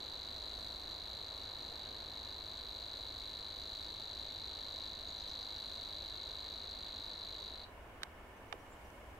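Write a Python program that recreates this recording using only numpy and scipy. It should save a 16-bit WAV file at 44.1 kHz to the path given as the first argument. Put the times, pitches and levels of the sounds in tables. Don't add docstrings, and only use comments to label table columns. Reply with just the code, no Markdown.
import sys
import numpy as np
from scipy import signal
from scipy.fft import rfft, irfft
from scipy.io import wavfile

SR = 44100
rng = np.random.default_rng(int(sys.argv[2]) if len(sys.argv) > 2 else 0)


def file_out(sig):
    cols = np.atleast_2d(sig).T
    lim = np.clip(cols, -1, 1)
    pcm = np.round(lim * 32767).astype(np.int16)
    wavfile.write(sys.argv[1], SR, pcm)


N = 405279
TIME = np.arange(N) / SR

# time in seconds, level in dB.
SONG_LEVEL = [(0.15, -48), (0.19, -48), (0.47, -48), (2.02, -49), (4.91, -47), (4.95, -49), (5.39, -47),
              (7.3, -48.5)]
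# time after the syllable's start in ms, pitch in Hz, relative level in dB.
FLICK = [(-.4, 3450, -16), (.15, 3520, -2), (.8, 3980, 4.5), (1.25, 4350, 2), (1.8, 4590, -2.5),
         (2.5, 4580, -6), (3.4, 4480, -6), (4.3, 4050, -6), (5.2, 4000, -7), (6.1, 4100, -10)]
NOTE = [(6.55, 3800, -20), (7.1, 3890, 0), (7.55, 3950, 4.3), (8.4, 3990, 3.8), (9.4, 4000, 3.4),
        (10.1, 4100, -3), (11.8, 4110, -16)]
# frequency in Hz, width in Hz, relative level in dB.
TICK_RESONANCES = [(1860, 1000, -7.5), (2250, 230, -4), (2970, 610, 0.5), (5000, 680, -1), (6010, 1900, -1),
                   (6890, 680, 2)]
BRIGHT_DB, TIRING_DB_PER_S, DULLING_DB_PER_DB = 1.65, .35, 1.2


def reel(flick_db=7.0, note_db=6.5, tick_db=18.0, flicker_db=1.0):
    level_db = in_time(SONG_LEVEL) + fade()
    bright_db = BRIGHT_DB - TIRING_DB_PER_S * TIME + DULLING_DB_PER_DB * fade()
    bright_db = bright_db + flicker_db * rng.standard_normal(N)
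    starts = syllable_starts()

    flick = from_db(flick_db) * notes(starts, FLICK, bright_db, scatter_hz=34.5, uneven_db=0.9,
                                      length_spread=0.033, rasp_db=-28.0)
    flick = signal.sosfilt(signal.butter(8, 3380, "high", fs=SR, output="sos"), flick)
    note = from_db(note_db) * notes(starts, NOTE, bright_db, scatter_hz=31.9, uneven_db=0.94,
                                    length_spread=0.02, rasp_db=-32.5)

    snaps = np.zeros(N)
    snaps[starts - SR // 1700] = from_db(tick_db + rng.normal(0, .8, len(starts)))
    grit_level = .08 * signal.lfilter([1], [1, -.94], snaps + 1e-18)
    snaps = snaps + grit_level * rng.standard_normal(N)
    tick = 0
    for k, (hz, width_hz, db) in enumerate(TICK_RESONANCES):
        tick = tick + (-1) ** k * from_db(db) * resonance(snaps, hz, width_hz)
    tick = signal.sosfilt(signal.butter(6, 7400, fs=SR, output="sos"), tick)

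    syllables = panned(flick, left_db=-3.2) + panned(note, left_db=3.5) + panned(tick, left_db=-2.0)
    return from_db(level_db) * syllables


# multiple of the pitch, relative level in dB.
OVERTONES = [(2, -35.5), (3, -36.5)]
# frequency in Hz, relative density in dB per Hz.
RASP = [(4200, -23), (4900, 7), (5600, 7), (7000, 7.5), (8200, -0.5), (9000, 2.5), (10000, -40),
        (11000, -12), (12000, 6), (12800, -5), (13600, -5), (15500, -14)]


def notes(starts, contour, bright_db, scatter_hz, uneven_db, length_spread, rasp_db):
    ms, hz, db = np.transpose(contour)
    offsets = np.arange(-SR // 1000, SR // 75)
    detune, strength, length, bend = rng.standard_normal((len(starts), 4)).T[:, :, None]
    age_ms = offsets * 1000 / SR * (1 + length_spread * length)

    along = (age_ms - ms.mean()) / np.ptp(ms)
    pitch = np.interp(age_ms, ms, hz) + scatter_hz * (detune + bend * along)
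    phase = 2 * np.pi * (np.cumsum(pitch, axis=1) / SR + rng.random((len(starts), 1)))
    size_db = np.interp(age_ms, ms, db, left=-np.inf, right=-np.inf)
    size = from_db(size_db + uneven_db * strength)

    samples = starts[:, None] + offsets
    overtones = sum(from_db(level) * np.sin(k * phase) for k, level in OVERTONES)
    rasp = from_db(rasp_db) * diffuse(RASP)[0][samples]
    voice = np.sin(phase) + from_db(bright_db[starts, None]) * (overtones + rasp)
    out = np.zeros(N)
    np.add.at(out, samples, size * voice)
    return out


FIRST_START_S, LAST_START_S = .0036, 7.645
PACE_PER_S, SLOWING_PER_S = 52.99, .122
STUMBLE_S, STUMBLE_SHARE = .92, .32
SAG_PER_S_PER_DB = .33


def syllable_starts():
    pace = PACE_PER_S - SLOWING_PER_S * TIME + SAG_PER_S_PER_DB * fade()
    turns = np.cumsum(pace) / SR
    turns = turns + STUMBLE_SHARE * (TIME > STUMBLE_S - FIRST_START_S)
    starts = np.interp(np.arange(int(turns[-1])), turns, TIME) + FIRST_START_S
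    starts = starts[starts < LAST_START_S]
    tremor_s = rng.normal(0, .00013, len(starts))
    return ((starts + tremor_s) * SR).astype(int)


FADE_S, FADE_DB_PER_S = 7.42, 20


def fade():
    return -FADE_DB_PER_S * np.maximum(TIME - FADE_S, 0)


# frequency in Hz, width in Hz, depth from 0 to 1.
HOLLOWS = [(3680, 150, .25), (4235, 120, .88), (4760, 130, .6)]


def hollowed(x):
    for hz, width_hz, depth in HOLLOWS:
        x = x - depth * resonance(x, hz, width_hz)
    return x


# tail level in dB, time for the tail to fall 60 dB in s, near scatter level in dB, its decay time in s.
SINGER_REEDS = (-9, .23, -11.5, .014)


def reed_bed(x, wet_db, t60, near_db, near_s):
    age = TIME[:SR // 2]
    early, late = rng.standard_normal((2, 2, len(age))) * (age > .005)
    early = early * np.exp(-age / near_s)
    late = late * from_db(-60 * age / t60)
    echoes = from_db(near_db) * rms_one(early) + from_db(wet_db) * rms_one(late)
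    echoes = echoes / np.sqrt(len(age))
    return x + signal.fftconvolve(np.atleast_2d(x), echoes, axes=1)[:, :N]


# start in seconds, level in dB, pitch factor,
# frequency in Hz above which it is dulled, left minus right in dB.
CLICKS = [(8.0197, -40, 1, 2500, -2), (8.0327, -28.5, 1.06, 11000, -8), (8.5256, -34, 0.805, 3040, -12.5),
          (8.5263, -39.5, 0.99, 9000, -12), (8.5276, -35, 0.65, 1300, -8), (8.538, -42.5, 0.33, 700, -3),
          (8.55, -45, 0.29, 600, -1), (8.903, -56, 1.7, 15000, 0)]
# frequency in Hz and relative level in dB, then the time in seconds
# to fall 60 dB; the pitch factor multiplies the frequency and divides the time.
CLICK_MODES = [(620, -17, 0.0066), (840, -14, 0.011), (1130, -6, 0.0094), (1505, -4, 0.014),
               (2280, -7, 0.0077), (2860, -9, 0.0081), (3650, -4, 0.015), (5960, -14, 0.0058),
               (8370, -19, 0.005), (10150, -22, 0.0044)]


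def clicks(lag_s=.00014, rattle=0.49):
    out, age = np.zeros((2, N)), TIME[:SR // 25]
    for s, db, factor, dull_hz, left_db in CLICKS:
        ring = 0
        for k, (hz, mode_db, t60) in enumerate(CLICK_MODES):
            pitch = hz * factor
            grit = rms_one(resonance(rng.standard_normal((2, len(age))), pitch, pitch / 2))
            decay = from_db(mode_db - 60 * age * factor / t60)
            ring = ring + (-1) ** k * decay * (np.sin(2 * np.pi * pitch * age) + rattle * grit)
        ring = signal.sosfilt(signal.butter(2, dull_hz, fs=SR, output="sos"), ring)
        start = int(s * SR)
        out[:, start:start + len(age)] += panned(from_db(db) * ring, left_db)
    return np.array([out[0], np.roll(out[1], int(lag_s * SR))])


# centre in seconds, length in seconds, top pitch in Hz, level in dB.
PEEPS = [(4.828, .016, 5700, -69), (4.862, .012, 4950, -59), (5.09, .046, 6720, -62),
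         (5.565, .022, 5660, -64), (8.372, .024, 6250, -73), (8.49, .026, 6250, -75),
         (8.607, .03, 5750, -74), (8.857, .03, 5800, -75)]
# centre in seconds, lowest pitch in Hz, level in dB, pitch ratio of the lower voice.
SWOOPS = [(5.19, 5830, -62, .83), (5.285, 5800, -63, .83), (5.402, 5650, -68, .84), (8.722, 7100, -69, .5)]
PEEP_BEND, SWOOP_BEND, SWOOP_S = -0.044, 0.23, 0.052


def far_birds(lower_voice_db=5):
    out = sum(from_db(db) * whistle(s, length, hz, PEEP_BEND) for s, length, hz, db in PEEPS)
    for s, hz, db, ratio in SWOOPS:
        upper = whistle(s, SWOOP_S, hz, SWOOP_BEND, skew=.9)
        lower = whistle(s, SWOOP_S, hz * ratio, SWOOP_BEND / 2, skew=3.0)
        out = out + from_db(db) * (upper + from_db(lower_voice_db) * ratio ** 2 * lower)
    return out


def whistle(s, length, hz, bend, skew=0, waver_share=0.0124):
    along = np.linspace(-1, 1, int(length * SR))
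    waver = np.interp(along, np.linspace(-1, 1, num=12), rng.standard_normal(12))
    pitch = hz * (1 + bend * along ** 2 + waver_share * waver)
    shape = np.cos(np.pi * along / 2) * np.exp(skew * along)
    out, start = np.zeros(N), int((s - length / 2) * SR)
    out[start:start + len(along)] = shape / shape.max() * np.sin(2 * np.pi * np.cumsum(pitch) / SR)
    return out


# frequency in Hz, relative density in dB per Hz.
RUMBLE = [(15, -21), (28, 0.5), (36, 2.5), (45, 1.5), (59, 5.5), (72, -3.5), (102, -4), (120, -11),
          (180, -33.5)]
TRAFFIC = [(60, 3.5), (170, -4), (280, 0), (420, -1), (650, 1.5), (820, -2), (1000, 0), (1200, -4.5),
           (1500, -5.5), (2000, -10.5), (2500, -11.5), (3100, -15.5), (4300, -28), (5500, -30), (7000, -50)]
HISS = [(2000, -10), (4500, -1), (7000, -1), (9500, -1.5), (12000, -3.5), (15000, -6), (17000, -13)]
# time in seconds, level in dB before traffic_db is added.
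TRAFFIC_SWELL = [(0.0, -57.5), (1.2, -57.5), (1.84, -56.5), (2.28, -58), (9.19, -58)]
# frequency in Hz, width in Hz,
# level in dB of the white noise that drives the band.
TOWN_BANDS = [(1763, 46, -45.5), (2190, 47, -45), (2890, 97, -51)]
# centre in seconds, half width in seconds, rise in dB.
HISS_SWELLS = [(.66, .3, 7.8), (1.5, .3, 3), (3.2, 0.88, 4.5), (3.8, 0.14, 3), (5.7, 0.25, 6.5),
               (8.87, .42, 6)]


def town(rumble_db=-62.5, traffic_db=2.5, hiss_db=-78.5):
    rumble = from_db(rumble_db) * diffuse(RUMBLE) + engine()
    traffic = from_db(in_time(TRAFFIC_SWELL) + traffic_db) * diffuse(TRAFFIC)
    bands = 0
    for hz, width_hz, db in TOWN_BANDS:
        bands = bands + from_db(db) * resonance(rng.standard_normal((2, N)), hz, width_hz)
    rise_db = sum(db * np.exp(-((TIME - s) / width) ** 2) for s, width, db in HISS_SWELLS)
    hiss = from_db(hiss_db + rise_db) * diffuse(HISS)
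    return panned(rumble + traffic + bands + hiss, left_db=-0.6)


# multiple of the turning rate, level in dB.
ENGINE_ORDERS = [(3, -66.5), (4, -66.5), (5, -71.5)]


def engine(turning_hz=20, waver_hz=.12, wavers_per_s=1.506):
    waver = np.interp(TIME * wavers_per_s, np.arange(40), rng.standard_normal(40))
    phase = 2 * np.pi * np.cumsum(turning_hz + waver_hz * waver) / SR
    drone = 0
    for k, db in ENGINE_ORDERS:
        drone = drone + np.sqrt(2) * from_db(db) * np.sin(k * phase + rng.uniform(0, 2 * np.pi))
    return drone


# frequency in Hz, likeness from 0 to 1.
LIKENESS = [(50, 1), (130, 0.95), (350, 0.89), (700, 0.78), (1400, 0.41), (3000, 0.058), (8000, 0.041),
            (14000, 0.027)]


def diffuse(spectrum):
    hz = np.arange(N // 2 + 1) * SR / N
    alike = np.clip(at_hz(LIKENESS, hz), 0, 1)
    mid, side = rfft(rng.standard_normal((2, N))) * from_db(at_hz(spectrum, hz))
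    both = np.sqrt(1 + alike) * mid + np.sqrt(1 - alike) * side * [[1], [-1]]
    return rms_one(irfft(both, N))


def resonance(x, hz, width_hz):
    r = np.exp(-np.pi * width_hz / SR)
    zeros = np.array([1, 0, -1]) * (1 - r * r) / 2
    poles = [1, -2 * r * np.cos(2 * np.pi * hz / SR), r * r]
    return signal.lfilter(zeros, poles, x + 1e-18)


def panned(x, left_db):
    return x * from_db(np.array([[left_db], [-left_db]]) / 2)


def from_db(db):
    return 10 ** (np.asarray(db) / 20)


def rms_one(x):
    return x / np.sqrt(np.mean(x ** 2) + 1e-20)


def in_time(rows):
    s, values = np.transpose(rows)
    return np.interp(TIME, s, values)


def at_hz(points, hz):
    known, values = np.transpose(points)
    return np.interp(np.log(hz + 1), np.log(known), values)


def scene():
    song = reed_bed(hollowed(reel()), *SINGER_REEDS)
    others = reed_bed(far_birds(), wet_db=-7, t60=.3, near_db=-7, near_s=.01)
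    return song + others + clicks() + town()


def record(dry):
    return signal.sosfilt(signal.ellip(10, .1, 70, 15700, fs=SR, output="sos"), dry)


dry = scene()
out = record(dry)
file_out(out)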